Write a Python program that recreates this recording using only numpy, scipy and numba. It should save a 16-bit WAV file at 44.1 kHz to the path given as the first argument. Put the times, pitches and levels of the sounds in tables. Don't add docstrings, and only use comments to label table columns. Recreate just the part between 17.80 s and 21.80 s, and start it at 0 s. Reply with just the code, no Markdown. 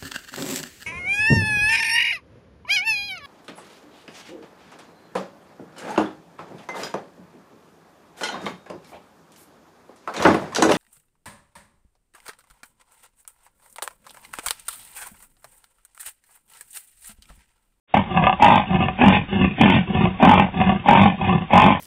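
import sys
import numpy as np
from scipy import signal
from scipy.io import wavfile
from numba import njit

SR = 44100
rng = np.random.default_rng(int(sys.argv[2]) if len(sys.argv) > 2 else 0)


def digitize_waveform(pressure):
    field = np.atleast_2d(pressure).T
    bounded = np.clip(field, -1, 1)
    quanta = np.round(bounded * 32767).astype(np.int16)
    wavfile.write(sys.argv[1], SR, quanta)


def invert_db(level):
    return 10 ** (np.asarray(level, dtype=float) / 20)


N = 176400
OPEN_S = 0.1385


def level(x, db):
    return x * invert_db(db) / np.sqrt(np.mean(x ** 2))


@njit
def svf(x, hz, width):
    y, band, low = np.empty(len(x)), 0., 0.
    for i in range(len(x)):
        g, k = np.pi * hz[i] / SR, width / hz[i]
        v = (band + g * (x[i] - low)) / (1 + g * (g + k))
        band, low, y[i] = 2 * v - band, low + 2 * g * v, k * v
    return y


def walk(hz):
    return 1.2 * np.interp(np.arange(N) * hz / SR, np.arange(200), rng.standard_normal(200))


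def bush():
    one = np.ones(N)
    hiss = svf(rng.standard_normal(N), 1800 * one, 3000.)
    rumble = svf(rng.standard_normal(N), 55 * one, 50.) * invert_db(3.0 * walk(4))
    return level(hiss, -44) + level(rumble, -43.5)


def surroundings(cat):
    echo_s, echo_db, tail_t60_s, tail_db = 0.0108, -11.5, 0.25, -15
    lag = np.arange(SR // 2) / SR
    space = rng.standard_normal(len(lag)) * invert_db(-60 * lag / tail_t60_s) * (lag > .004)
    space *= invert_db(tail_db) / np.sqrt(np.sum(space ** 2))
    space[0] = 1
    space[int(echo_s * SR)] += invert_db(echo_db)
    return signal.fftconvolve(cat, space)[:N]


def tract(x, table, shift=0):
    wobble, wobble_hz, patchy_db, patchy_hz = 0.021, 14, 1.77, 18
    out = 0
    for k, (hz, width, db) in enumerate(table):
        centre = hz * (1 + shift + wobble * walk(wobble_hz))
        gain = (-1) ** k * invert_db(db + patchy_db * walk(patchy_hz))
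        once = svf(x, centre, 1.487 * width)
        out = out + gain * svf(once, centre, 1.487 * width)
    return out


def fading(slaps, decay_s, rise_s=0.0013):
    rise, decay = np.exp(-1 / (rise_s * SR)), np.exp(-1 / (decay_s * SR))
    return signal.lfilter([1 - rise], np.convolve([1, -rise], [1, -decay]), slaps)


def breaths(table, attack_s, release_s, first_db, held_db, last_db, sag_db, arc,
            slow_start, slow_end, scatter_s, scatter_db, rebound_db, puff_s):
    first_slap_db, rebound_scatter_s, chest_fall = -5, 0.002, 0.17
    t = np.arange(N) / SR
    slaps, rebounds, gains, shifts = np.zeros(N + SR), np.zeros(N + SR), 0, 0
    for start, length, db, hz, mouth_db, hiss_db in table:
        whole = start > OPEN_S + .05
        at, end = start, start + length
        for late, strong, late2, strong2 in rng.standard_normal(size=(24, 4)):
            if at >= end:
                break
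            first = at == start
            slow = slow_start * np.exp(-(at - start) / .03) + slow_end * ((at - start) / length) ** 4.0
            period = (1 + slow) / hz
            slap_at = at + scatter_s * late * (not first)
            slaps[int(slap_at * SR)] += invert_db(scatter_db * strong + first_slap_db * whole * first)
            rebound_at = at + period / 2 + rebound_scatter_s * late2
            rebounds[int(rebound_at * SR)] += invert_db(rebound_db + scatter_db * strong2)
            at += period
        attack = attack_s * whole
        steps_s = [start - .04, .04, attack + 1e-4, max(length - release_s - attack, 1e-4), release_s, .03]
        levels_db = [db - 35, db + first_db * whole, db, db + held_db, db + last_db, db - 71.5]
        effort = np.interp(t, np.cumsum(steps_s), levels_db, -200, -200)
        along = np.clip((t - start) / length, 0, 1)
        inside = np.abs(along - .5) < .5
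        bow = arc * (np.sin(np.pi * along) - .6) * inside
        chest_shift = chest_fall * abs(arc) * 20 * (.5 - along) * inside
        shifts = shifts + np.array([chest_shift, bow, bow / 2])
        gains = gains + invert_db(np.array([effort, effort + mouth_db + sag_db * along, effort + hiss_db]))
    puffs = fading((slaps + 0.41 * rebounds)[:N], puff_s)
    return slaps[:N], rebounds[:N], puffs, gains, shifts


def voice(table, style, mix, parts):
    slaps, rebounds, puffs, gains, shifts = breaths(table, **style)
    out = 0
    for part, gain, shift, (slap_db, puff_db, air_db) in zip(parts, gains, shifts, mix):
        unit = np.sqrt(sum(invert_db(2 * db) * width for _, width, db in part))
        drive = invert_db(slap_db) * 30 * (slaps + rebounds * (part is parts[0]))
        drive = drive + invert_db(puff_db) * 2.82 * puffs * rng.standard_normal(N)
        drive = drive + invert_db(air_db + 2.5 * walk(25)) * rng.standard_normal(N)
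        out = out + tract(drive * gain, part, shift) * 120 / unit
    return out


# time in seconds, mouth level in dB, chest level in dB.
CATCH_SLAPS = [(0.372, -5.5, -25), (0.438, -6.5, -15), (0.467, -1.5, -21), (0.494, -6, -20.5),
               (0.526, -9, -21), (0.93, -16, -25), (1.024, -12, -14), (1.083, -10.5, -15),
               (1.641, -16, -10), (2.15, -19.5, -17.5), (2.253, -11.5, -11), (2.813, -7.5, -18.5),
               (2.892, -10.5, -14), (2.917, -17, -8), (2.947, -22.5, -15), (3.491, -11.5, -15),
               (3.619, -21.5, -15)]
# centre in Hz, width in Hz, level in dB.
IN_CHEST_MODES = [(55, 29, -15), (95, 50, -9.5), (132, 50, -7.5), (187.6, 48, -0.06), (359.2, 30.3, -11),
                  (458, 90, -22)]
IN_MOUTH_MODES = [(592, 110, -15), (762.4, 54, 0), (996, 56, -6), (1155, 43, -4.5)]
IN_NOSE_MODES = [(1503, 140, -12.5), (1752, 89, -2.5), (2158, 110, -4), (2613, 128, 0.5), (2900, 150, -4.5),
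                 (3430, 200, -9.5)]


def catches():
    catch_db, nose_db, puff_s = 6, -14.5, 0.006
    times, mouth_db, chest_db = np.array(CATCH_SLAPS).T
    out = 0
    for db, part in ((mouth_db, IN_MOUTH_MODES), (chest_db - 2, IN_CHEST_MODES),
                     (mouth_db + nose_db, IN_NOSE_MODES)):
        slaps = np.zeros(N)
        slaps[(times * SR).astype(int)] = invert_db(db + catch_db)
        puffs = fading(slaps, puff_s) * rng.standard_normal(N)
        out = out + tract(62 * slaps + 1.8 * puffs, part)
    return out


# first slap in seconds, length in seconds, level in dB, slap rate in Hz,
# mouth level in dB, hiss level in dB.
IN_BREATHS = [
    (.270, .30, -18.5, 34.05, 2, 0),
    (.870, .29, -16.5, 32.01, 2, 2),
    (1.485, 0.29, -15, 31.95, -5.5, .6),
    (2.072, .30, -15, 31, -1.5, -1.3),
    (2.740, 0.28, -15, 33, 2.5, 3),
    (3.378, 0.29, -17, 35, 2.5, 1.5),
]
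# slap in dB, puff in dB, steady air in dB.
IN_DRIVE = [(-4.5, -8.5, -8.5), (-16.5, -13.5, -16.5), (-32.5, -18.5, -20.5)]


def in_breaths():
    style = dict(attack_s=0.06, release_s=0.1336, first_db=-8, held_db=2, last_db=-19, sag_db=-2, arc=-0.0256,
                 slow_start=0.08, slow_end=0.08, scatter_s=0.004, scatter_db=1.66, rebound_db=-6.5,
                 puff_s=0.0074)
    return voice(IN_BREATHS, style, IN_DRIVE, (IN_CHEST_MODES, IN_MOUTH_MODES, IN_NOSE_MODES))


# first slap in seconds, length in seconds, level in dB, slap rate in Hz,
# mouth level in dB, hiss level in dB.
OUT_BREATHS = [
    (.140, 0.12, -16, 47.2, 5.5, 4.5),
    (.597, 0.26, -17.5, 54, 10.5, 7.5),
    (1.186, 0.26, -13, 47.5, -1.5, 2.5),
    (1.782, .27, -13, 47.52, -2.5, 3.5),
    (2.399, 0.29, -13, 48.45, 7, 3),
    (3.058, .29, -13, 48.89, 5.5, 3),
    (3.704, 0.3, -15, 48.04, 8.5, 5),
]
# centre in Hz, width in Hz, level in dB.
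OUT_CHEST_MODES = [(55, 25, -17), (97.1, 34, -10), (148.8, 53, -7), (208.9, 57.7, 0.5), (367, 47, -18),
                   (481, 90, -20)]
OUT_MOUTH_MODES = [(602, 117, -10.5), (813, 85.3, 0.75), (993.6, 81, -6), (1181, 93, -13)]
OUT_NOSE_MODES = [(1520, 90, -3), (1812, 79, -1), (2098, 160, -3.5), (2356, 152, -0.5), (2660, 144, 0),
                  (2983, 250, -7), (3410, 300, -8)]
# slap in dB, puff in dB, steady air in dB.
OUT_DRIVE = [(-1.5, -4.5, -6.5), (-2, -5.5, -13), (-24, -13, -15.5)]


def out_breaths():
    style = dict(attack_s=0.026, release_s=0.09, first_db=-12, held_db=-3, last_db=-23.5, sag_db=-7.5, arc=0.0885,
                 slow_start=0.28, slow_end=0.2, scatter_s=0.0008, scatter_db=1, rebound_db=-6, puff_s=0.006)
    return voice(OUT_BREATHS, style, OUT_DRIVE, (OUT_CHEST_MODES, OUT_MOUTH_MODES, OUT_NOSE_MODES))


def scene():
    cat = out_breaths() + in_breaths() + catches()
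    return (surroundings(cat) + bush())[None]


def roll_off(x):
    return signal.sosfilt(signal.butter(12, 16340, fs=SR, output="sos"), x)


def record(dry):
    overload, clip, gain_db = 0.62, 0.705, 0.01
    lead_in_s, lead_in_db = 0.074, -53
    top_hz, first_rate_hz, image_db = 3720, 8000, -19.5
    t = np.arange(N) / SR
    x = np.clip(dry, -overload, overload) * np.clip((t - OPEN_S) / .001, 0, 1)
    lead_in = invert_db(lead_in_db) * 2.6 * rng.standard_normal(N)
    x = x + lead_in * np.clip((t - lead_in_s) / 0.032, 0, 1) * (t < OPEN_S)
    x = signal.sosfilt(signal.ellip(12, .2, 95, top_hz, fs=SR, output="sos"), x)
    edge = signal.ellip(4, .5, 90, [4300, 4480], "band", fs=SR, output="sos")
    x = x + invert_db(image_db) * signal.sosfilt(edge, x * np.cos(2 * np.pi * first_rate_hz * t))
    return roll_off(np.clip(x * invert_db(gain_db), -clip, clip))


dry = scene()
out = record(dry)
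digitize_waveform(out)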